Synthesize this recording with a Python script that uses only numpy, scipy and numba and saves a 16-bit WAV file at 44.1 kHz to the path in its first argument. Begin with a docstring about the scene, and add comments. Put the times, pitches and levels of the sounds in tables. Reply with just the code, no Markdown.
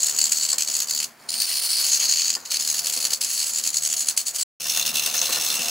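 """A gouge roughs a big wooden blank on a lathe, heard from two places with a silent gap between them.
Tearing fibres are a noise force, chopped by chatter and hollows, that excites the resonances of the steel.
Shavings are banded noise that outlasts the cut; the lathe is a coloured rumble with wavering hums;
the shed answers with a short decaying tail, and knocks are noise swells in the modes of the wood."""
import sys
import numpy as np
from scipy import signal
from scipy.fft import rfft, irfft
from scipy.io import wavfile
from scipy.ndimage import uniform_filter1d
from numba import njit

SR = 44100
rng = np.random.default_rng(int(sys.argv[2]) if len(sys.argv) > 2 else 0)


def persist_wave(psi):
    """Save psi, clipped to +-1, as 16-bit WAV."""
    counts = np.round(np.clip(psi, -1, 1) * 32767).astype(np.int16)
    wavfile.write(sys.argv[1], SR, np.atleast_2d(counts).T)


def field_ratio(decibels):
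    """Amplitude ratio for a level in dB (20 dB per decade); scalars and array-likes work."""
    return 10 ** (np.asarray(decibels, dtype=float) / 20)


N = 251370
T = np.arange(N) / SR
STOP_S, RESTART_S = 4.432, 4.599  # the sound stops, then starts again from the second place
PLACE = (T > STOP_S).astype(int)  # 0 at the first place, 1 at the second


def unit(x):
    """Power normalization: scale to rms 1."""
    return x / np.sqrt(np.mean(x ** 2))


def curve(table):
    """Linear interpolation: columns of a (time [s], value, ..) table, one value a sample."""
    s, *columns = np.transpose(table)
    return [np.interp(T, s, column) for column in columns]


def colour(x, points):
    """Linear filtering: weight the spectrum by gains at points (frequency [Hz], gain [dB])."""
    hz, db = np.transpose(points)
    log_hz = np.log(np.fft.rfftfreq(N, 1 / SR) + 1)
    gain = field_ratio(np.interp(log_hz, np.log(hz), db))
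    return irfft(rfft(x) * gain, N)


def walk(rate):
    """Slow random modulation: levels held 1 / rate s and smoothed, with rms 1."""
    hold = max(int(SR / rate), 1)
    steps = np.repeat(rng.standard_normal(N // hold + 1), hold)
    return unit(uniform_filter1d(steps, hold)[:N])


@njit
def ring(x, hz, width):
    """Resonance: a state-variable band-pass with moving centre and width [Hz], gain 1 at the centre."""
    y, band, low = np.empty(len(x)), 0., 0.
    for i in range(len(x)):
        g, damping = np.tan(np.pi * hz[i] / SR), width[i] / hz[i]
        v = (band + g * (x[i] - low)) / (1 + g * (g + damping))
        band, low, y[i] = 2 * v - band, low + 2 * g * v, damping * v
    return y


def steady_ring(x, hz, width):
    """Time-invariant resonance: its centre and width [Hz] stay in place."""
    return ring(x, np.full(N, 1. * hz), np.full(N, 1. * width))


def strikes(times, levels_db, rise_s, fall_s):
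    """Impulse excitation: power swells with a Gaussian rise to each time and an exponential fall."""
    t = np.arange(-441, 2646) / SR
    shape = np.exp(np.where(t < 0, -(t / rise_s) ** 2, -t / fall_s))
    marks = np.zeros(N)
    marks[(np.asarray(times) * SR).astype(int)] = field_ratio(levels_db) ** 2
    return np.abs(signal.fftconvolve(marks, shape)[441:441 + N])


def linger(power, fall_s):
    """Exponential relaxation: power dies away with a time constant instead of stopping dead."""
    keep = np.exp(-1 / (fall_s * SR))
    return signal.lfilter([1 - keep], [1, -keep], power)


# spells of tool chatter: (nominal time of the first bounce [s], bounce rate [Hz])
CHATTER_SPELLS = [(0.0059, 76.2), (1.2919, 79.3), (1.5013, 74.1), (2.1006, 83.0), (2.5053, 76.3),
                  (3.2001, 78.75), (3.4035, 76.3), (4.6048, 76.6), (5.1006, 77.2)]
BOUNCE_LAND, BOUNCE_STAY, BOUNCE_LEAVE = 0.064, 0.26, 0.097  # shares of one bounce
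BOUNCE_JITTER = 0.06  # share of one bounce
BOUNCE_SCATTER_DB = 1.5


def chatter(depth):
    """Intermittent contact: the edge lands, stays and leaves, each bounce with its own size and timing."""
    s, hz = np.transpose(CHATTER_SPELLS)
    spell = np.clip(np.searchsorted(s, T) - 1, 0, None)
    turns = (T - s[spell]) * hz[spell] + .5
    size, late = rng.standard_normal((2, len(s), 100))[:, spell, turns.astype(int) % 100]
    since = turns % 1 - .5 + BOUNCE_STAY / 2 - BOUNCE_JITTER * late
    landing = np.minimum(since, 0) / BOUNCE_LAND
    leaving = np.maximum(since - BOUNCE_STAY, 0) / BOUNCE_LEAVE
    contact = np.exp(landing - leaving)
    share = np.clip(depth, 0, .97)
    # mean power of the bounces is 1; the rest of the contact is steady
    return share * unit(field_ratio(BOUNCE_SCATTER_DB * size) * contact) ** 2 + 1 - share


# how hard the edge is fed into the wood; it is drawn back twice:
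# (time [s], relative level [dB], chatter depth [0-1])
FEED_STRENGTH = [(0, -24.5, 0.66), (.35, -22, 0.64), (.7, -23, 0.73), (1.04, -25.5, 0.76),
                 (1.075, -43.5, .5), (1.16, -64, 0.2), (1.22, -50, 0.6), (1.283, -54, .3),
                 (1.289, -27.5, 0.7), (1.42, -23.5, .3), (1.65, -22.5, .15), (1.93, -18, 0.3),
                 (2.3, -21.5, .55), (2.355, -26, 1), (2.385, -40, .3), (2.445, -49, 0.5), (2.455, -29, 0.4),
                 (2.495, -39, .3), (2.508, -20.5, 0.5), (2.62, -23, 0.66), (3.1, -23, 0.68), (3.3, -23, .4),
                 (3.85, -23.5, 0.7), (4.15, -23.5, 0.44), (4.43, -23.5, 0.3), (4.6, -31.5, 0.56),
                 (4.7, -24, 0.86), (5.15, -22, 0.55), (5.7, -24, .6)]
# low spots of the blank, where the edge loses the wood and meets it again:
# (time of least contact [s], losing time [s], regaining time [s], depth [dB])
BLANK_HOLLOWS = [(0.133, 0.042, 0.044, 4), (0.291, 0.015, 0.004, 12), (0.309, 0.01, 0.0036, 8),
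                 (0.393, 0.0088, 0.004, 6), (0.48, 0.022, 0.0034, 11), (0.578, 0.051, 0.004, 22),
                 (0.658, 0.041, 0.025, 13), (0.732, 0.012, 0.004, 5), (0.783, 0.0091, 0.004, 8),
                 (0.869, 0.047, 0.022, 14.5), (0.946, 0.013, 0.004, 8), (1.314, 0.0088, 0.0047, 12),
                 (1.462, 0.0075, 0.0068, 12), (1.613, 0.014, 0.005, 7), (1.688, 0.016, 0.005, 6.5),
                 (1.764, 0.016, 0.005, 7), (1.835, 0.016, 0.005, 4), (1.912, 0.012, 0.005, 7),
                 (1.992, 0.014, 0.004, 8), (2.075, 0.012, 0.0087, 9), (2.153, 0.01, 0.0037, 12),
                 (2.236, 0.013, 0.005, 6.0), (2.323, 0.013, 0.019, 6), (2.589, 0.021, 0.0036, 15),
                 (2.646, 0.022, 0.004, 5.5), (2.739, 0.018, 0.004, 5), (2.827, 0.033, 0.012, 11),
                 (2.919, 0.016, 0.0075, 10.0), (2.998, 0.013, 0.004, 11), (3.101, 0.034, 0.0035, 14),
                 (3.201, 0.059, 0.0074, 26), (3.291, 0.046, 0.0046, 6.5), (3.455, 0.013, 0.005, 10),
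                 (3.531, 0.028, 0.008, 10), (3.621, 0.021, 0.017, 11), (3.717, 0.03, 0.025, 14.5),
                 (3.802, 0.015, 0.033, 12.5), (3.881, 0.013, 0.034, 9.5), (3.959, 0.015, 0.0059, 18.5),
                 (4.05, 0.025, 0.025, 16), (4.163, 0.057, 0.003, 27), (4.25, 0.048, 0.016, 23.0),
                 (4.33, 0.044, 0.022, 23), (4.379, 0.01, 0.0082, 16), (4.847, 0.026, 0.0076, 13),
                 (4.925, 0.027, 0.013, 19), (5.015, 0.014, 0.004, 12), (5.131, 0.073, 0.0036, 5.5),
                 (5.209, 0.025, 0.0055, 9.5), (5.289, 0.02, 0.005, 5), (5.393, 0.0074, 0.004, 16),
                 (5.587, 0.015, 0.005, 6.0)]
# the hardest bites of the edge: (time [s], relative level [dB])
EDGE_BITES = [(0.032, -15.5), (0.0673, -12.5), (0.0945, -14), (0.188, -9.5), (0.215, -12.5), (0.241, -12.5),
              (0.2964, -20), (0.322, -10.5), (0.3317, -14), (0.4333, -16), (0.501, -12), (0.5295, -13.5),
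              (0.583, -13.5), (0.74, -15.5), (0.754, -17), (0.7672, -14), (0.803, -12.5), (0.873, -23),
              (0.9094, -15), (0.949, -15), (1.002, -14), (1.041, -17), (1.402, -12), (1.418, -13),
              (1.844, -12.5), (1.976, -17), (1.9966, -16), (2.0568, -18), (2.091, -16), (2.124, -13),
              (2.1376, -15.5), (2.2185, -11.5), (2.2573, -14.5), (2.302, -13.5), (2.3521, -15),
              (2.458, -25), (2.5164, -13), (2.6748, -13), (2.744, -13.5), (2.7918, -12), (2.87, -12),
              (2.9745, -12.5), (3.0527, -14.5), (3.107, -16.5), (3.1332, -10.5), (3.214, -13.5),
              (3.2472, -14.5), (3.389, -19.5), (3.585, -12.5), (3.675, -16), (3.7697, -18), (3.9387, -14),
              (4.007, -15), (4.086, -13), (4.176, -9), (4.2697, -23), (4.3612, -17), (4.698, -14.5),
              (4.774, -15.5), (4.7966, -18), (4.8633, -13.5), (4.891, -16.5), (4.9564, -15.5),
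              (5.0623, -12.5), (5.1418, -15), (5.326, -14)]


def cutting_force():
    """Force modulation: feed power fades over hollows and is chopped by chatter, with bites on top."""
    level_db, depth = curve(FEED_STRENGTH)
    for s, losing, regaining, depth_db in BLANK_HOLLOWS:
        dip = np.interp(T, [s - losing, s, s + regaining], [0, 1, 0])
        level_db = level_db - depth_db * dip
    cut = field_ratio(level_db) ** 2 * chatter(depth)
    bites = strikes(*np.transpose(EDGE_BITES), rise_s=0.0012, fall_s=0.0022)
    return np.maximum(cut, bites)


# how the tool is held: (time [s], flute engagement [dB], tip ring frequency [Hz],
# tip engagement [dB], roll towards the high flute rings [dB/kHz])
TOOL_GRIP = [(0, 2.5, 9600, -2.5, 5.5), (.45, 2.5, 9800, -5, 4.5), (1.05, 1.5, 10300, -3.5, -3),
             (1.28, -3.5, 9100, 3, -2), (1.75, -6.5, 9600, 3.5, 11.5), (1.95, 0.5, 10400, -5.5, -12),
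             (2.35, -0.5, 10200, -8.5, -11), (2.6, -1.5, 10080, -1, -3), (3.5, 1.5, 10200, -0.5, 0.5),
             (4.1, 3.5, 9850, 1, 1.5), (4.43, 2.5, 9300, 1.5, 2), (4.6, -2, 9770, -1, 0),
             (5.7, 0.5, 9800, -3.5, 2)]
# steel rings, a list for the first place and one for the second:
# (nominal frequency [Hz], width [Hz], relative level [dB])
MAIN_RINGS = [
    [(4434, 362, -2), (4584, 214, -3), (4970, 200, -5.5)],
    [(4080, 320, -2), (3626, 170, -2.5), (5550, 370, -3)],
]
SHANK_RINGS = [
    [(2955, 827, -4.5), (2160, 900, -22), (1860, 390, -33)],
    [(2750, 204, 1), (1780, 290, -27), (1390, 72, -19)],
]
FLUTE_RINGS = [
    [(6700, 475, 0.15), (7136, 340, -0.6), (7664, 344, -2.6)],
    [(6290, 490, 2.5), (7340, 650, -19.5), (7730, 590, -5)],
]
TIP_WIDTH_HZ, TIP_DB = 1370, -5
MAIN_PER_FLUTE, SHANK_PER_FLUTE = -0.51, -0.16  # dB per dB of flute engagement
SHANK_DB = (-7.5, -2.5)  # from the first place, from the second
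GRAIN_DB, GRAIN_DB_PER_CHATTER = 1.0, 2.2  # unevenness: smooth in a steady cut, coarse in chatter


def gouge(power, flute_db, tip_hz, tip_db, roll_db):
    """Forced modal vibration: fibres snapping in uneven grains drive the rings of the steel."""
    depth = curve(FEED_STRENGTH)[1]
    grain_db = (GRAIN_DB + GRAIN_DB_PER_CHATTER * depth) * walk(600) + 0.42 * walk(60)
    tear = np.sqrt(power) * unit(field_ratio(grain_db) * rng.standard_normal(N))
    tip_width = np.full(N, 1. * TIP_WIDTH_HZ)
    out = field_ratio(tip_db + TIP_DB) * ring(ring(tear, tip_hz, 2 * tip_width), tip_hz, tip_width)
    main_db = 0.94 + MAIN_PER_FLUTE * flute_db
    shank_db = np.take(SHANK_DB, PLACE) + SHANK_PER_FLUTE * flute_db
    for modes, grip_db in ((MAIN_RINGS, main_db), (SHANK_RINGS, shank_db), (FLUTE_RINGS, flute_db)):
        for pair in np.transpose(modes, (1, 2, 0)):
            hz, width, db = pair[:, PLACE]
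            if modes is FLUTE_RINGS:
                db = db + roll_db * (hz - 7000) / 1000
            # each ring wanders a little at random in pitch and level
            hz = hz * (1 + 0.0097 * walk(15))
            level = field_ratio(grip_db + db + 1.74 * walk(22.03))
            out += level * ring(ring(tear, hz, 4 * width), hz, 1. * width)
    return field_ratio(9) * out


# tone of tearing fibres and flying shavings: (frequency [Hz], filter gain [dB])
SHAVINGS_TONE = [(100, -32), (300, -34.5), (1000, -30), (2500, -20), (5500, -12), (8500, -15.5),
                 (11200, -14.5), (12500, -16), (14000, -11), (15800, -6)]
SHAVINGS_DB = (-0.7, 4.5)  # from the first place, from the second
SHAVINGS_PER_TIP = 0.53  # dB per dB of tip engagement


def shavings(power, level_db):
    """Band-filtered noise: the spray of chips outlasts the cut, flickers in patches and spreads wide."""
    spray = np.sqrt(0.6 * power + 0.55 * linger(power, fall_s=0.01)) * field_ratio(2.26 * walk(250))
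    out = 0
    for hz in 400 * 2 ** np.arange(0, 5.6, .5):  # half-octave bands
        mid, side = (steady_ring(spray * rng.standard_normal(N), hz, hz / 3) for _ in range(2))
        out = out + field_ratio(0.89 * walk(25)) * (mid + 0.38 * side * np.array([[1], [-1]]))
    return field_ratio(level_db + 6.5) * colour(out, SHAVINGS_TONE)


# the lathe running: (time [s], relative level [dB])
LATHE_LEVEL = [(0, -44), (.65, -49.5), (1.05, -47.5), (1.16, -54), (1.35, -47), (2.4, -49), (3.03, -46),
               (3.34, -50), (3.95, -49), (4.43, -50), (4.6, -46), (4.8, -43), (5.3, -39.5), (5.7, -38.5)]
# spectrum of its rumble: (frequency [Hz], relative level per Hz [dB])
RUMBLE_TONE = [(30, -29), (60, -13), (110, -8.5), (240, -4.5), (400, -2.5), (700, 1), (1300, 1), (2200, -3),
               (3500, -11.5), (8000, -15), (16000, -15.5)]
# its hums: (frequency [Hz], width [Hz], mean level relative to the rumble [dB])
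LATHE_HUMS = [(149, 12, -22), (232, 20, -16), (527.7, 11, -19.5), (696, 15, -15.5)]
SHAKE_DB, SHAKE_HZ = 7.5, 300  # bass swing from no chatter to full chatter, below this pitch


def rumble():
    """Broadband and narrow-band noise: a flickering rumble and wavering hums; chatter shakes the bed."""
    out = unit(colour(field_ratio(1.5 * walk(10)) * rng.standard_normal(N), RUMBLE_TONE))
    for hz, width, db in LATHE_HUMS:
        hum = unit(steady_ring(rng.standard_normal(N), hz, width))
        out += field_ratio(db + 3.1 * walk(5.4)) * hum
    bass = colour(out, [(SHAKE_HZ, 0), (2 * SHAKE_HZ, -40)])
    depth = curve(FEED_STRENGTH)[1]
    return out + (field_ratio(SHAKE_DB * (depth - .5)) - 1) * bass


def lathe():
    """Partial coherence: motor, belt and bearings sound mostly alike left and right."""
    mid = rumble()
    side = colour(rumble(), [(60, -8.5), (130, -5), (300, -6), (900, 0.5)])
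    return field_ratio(curve(LATHE_LEVEL)[0]) * (mid + 0.4 * side * np.array([[1], [-1]]))


SHED_T60_S, SHED_DB = 0.058, -9.5


def shed(x):
    """Diffuse reverberation: dense, exponentially decaying reflections, different at each ear."""
    t = T[:SR // 2]
    decay = np.exp(-np.log(1000) * t / SHED_T60_S)
    tail = rng.standard_normal((2, len(t))) * decay * (t > .002)
    tail /= np.sqrt(np.sum(tail ** 2, axis=1, keepdims=True))
    return field_ratio(SHED_DB) * signal.fftconvolve(x[None], tail, axes=1)[:, :N]


# dull knocks in the wood, each peaking 5.4 ms after its time:
# (time [s], relative level [dB], hardness [dB/octave])
WOOD_KNOCKS = [(0.083, -41.5, 9.5), (0.528, -33, 3), (0.687, -37, -1), (0.91, -44, 9), (2.365, -30.5, -1.5),
               (2.593, -42, -2), (2.845, -40, -3), (2.967, -39.5, -5), (3.038, -37, -1), (3.12, -34, 2),
               (3.66, -40.5, -3.5), (4.654, -31.5, 4.5), (4.766, -28, 5), (4.944, -36, -4),
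               (5.067, -30.5, 3), (5.141, -28.5, 6.5), (5.218, -27, 3.5), (5.289, -26, 1),
               (5.363, -27, 3.5), (5.594, -35.5, -6.5)]
# modes of the hollow wood: (frequency [Hz], width [Hz], relative level [dB])
WOOD_MODES = [(246, 100, -8.5), (525, 35, -0.5), (714, 97, -4.5), (1092, 86, -4.5), (1430, 92, -6),
              (1790, 100, -6.5)]


def knocks():
    """Modal excitation: short soft blows ring the wood; a harder contact favours the upper modes."""
    s, db, tilt_db = np.transpose(WOOD_KNOCKS)
    out = np.zeros(N)
    for hz, width, mode_db in WOOD_MODES:
        blow_db = db + tilt_db * np.log2(hz / 900)
        power = strikes(s + 0.0054, blow_db, rise_s=0.006, fall_s=0.0056)
        blows = np.sqrt(power) * rng.standard_normal(N)
        out += field_ratio(mode_db + 13) * steady_ring(blows, hz, width)
    return out


LEFT_DB = 1  # level difference: the tool sits slightly left


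def scene():
    """Superposition: the work near the microphone, its room and the machine add up."""
    flute_db, tip_hz, tip_db, roll_db = curve(TOOL_GRIP)
    power = cutting_force()
    near = gouge(power, flute_db, tip_hz, tip_db, roll_db) + knocks()
    spray = shavings(power, np.take(SHAVINGS_DB, PLACE) + SHAVINGS_PER_TIP * tip_db)
    panned = near * field_ratio(np.array([[LEFT_DB], [-LEFT_DB]]) / 2)
    return panned + shed(near) + spray + lathe()


def top_cut(x):
    """Nothing passes above the cut-off."""
    return signal.sosfilt(signal.butter(12, 16830, fs=SR, output="sos"), x)


TOP_HZ = 15720


def record(dry):
    """Low-pass filtering and gating: the top is cut; sound fades fast at the gap and returns in 2 ms."""
    fade = np.exp(-np.clip(T - STOP_S, 0, None) / 0.00057)
    back = np.clip((T - RESTART_S) / .002, 0, 1)
    gate = np.where(T < RESTART_S, fade, back)
    low_pass = signal.ellip(10, .2, 60, TOP_HZ, fs=SR, output="sos")
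    mix = signal.sosfilt(low_pass, dry) * gate
    return top_cut(mix)


dry = scene()
out = record(dry)
persist_wave(out)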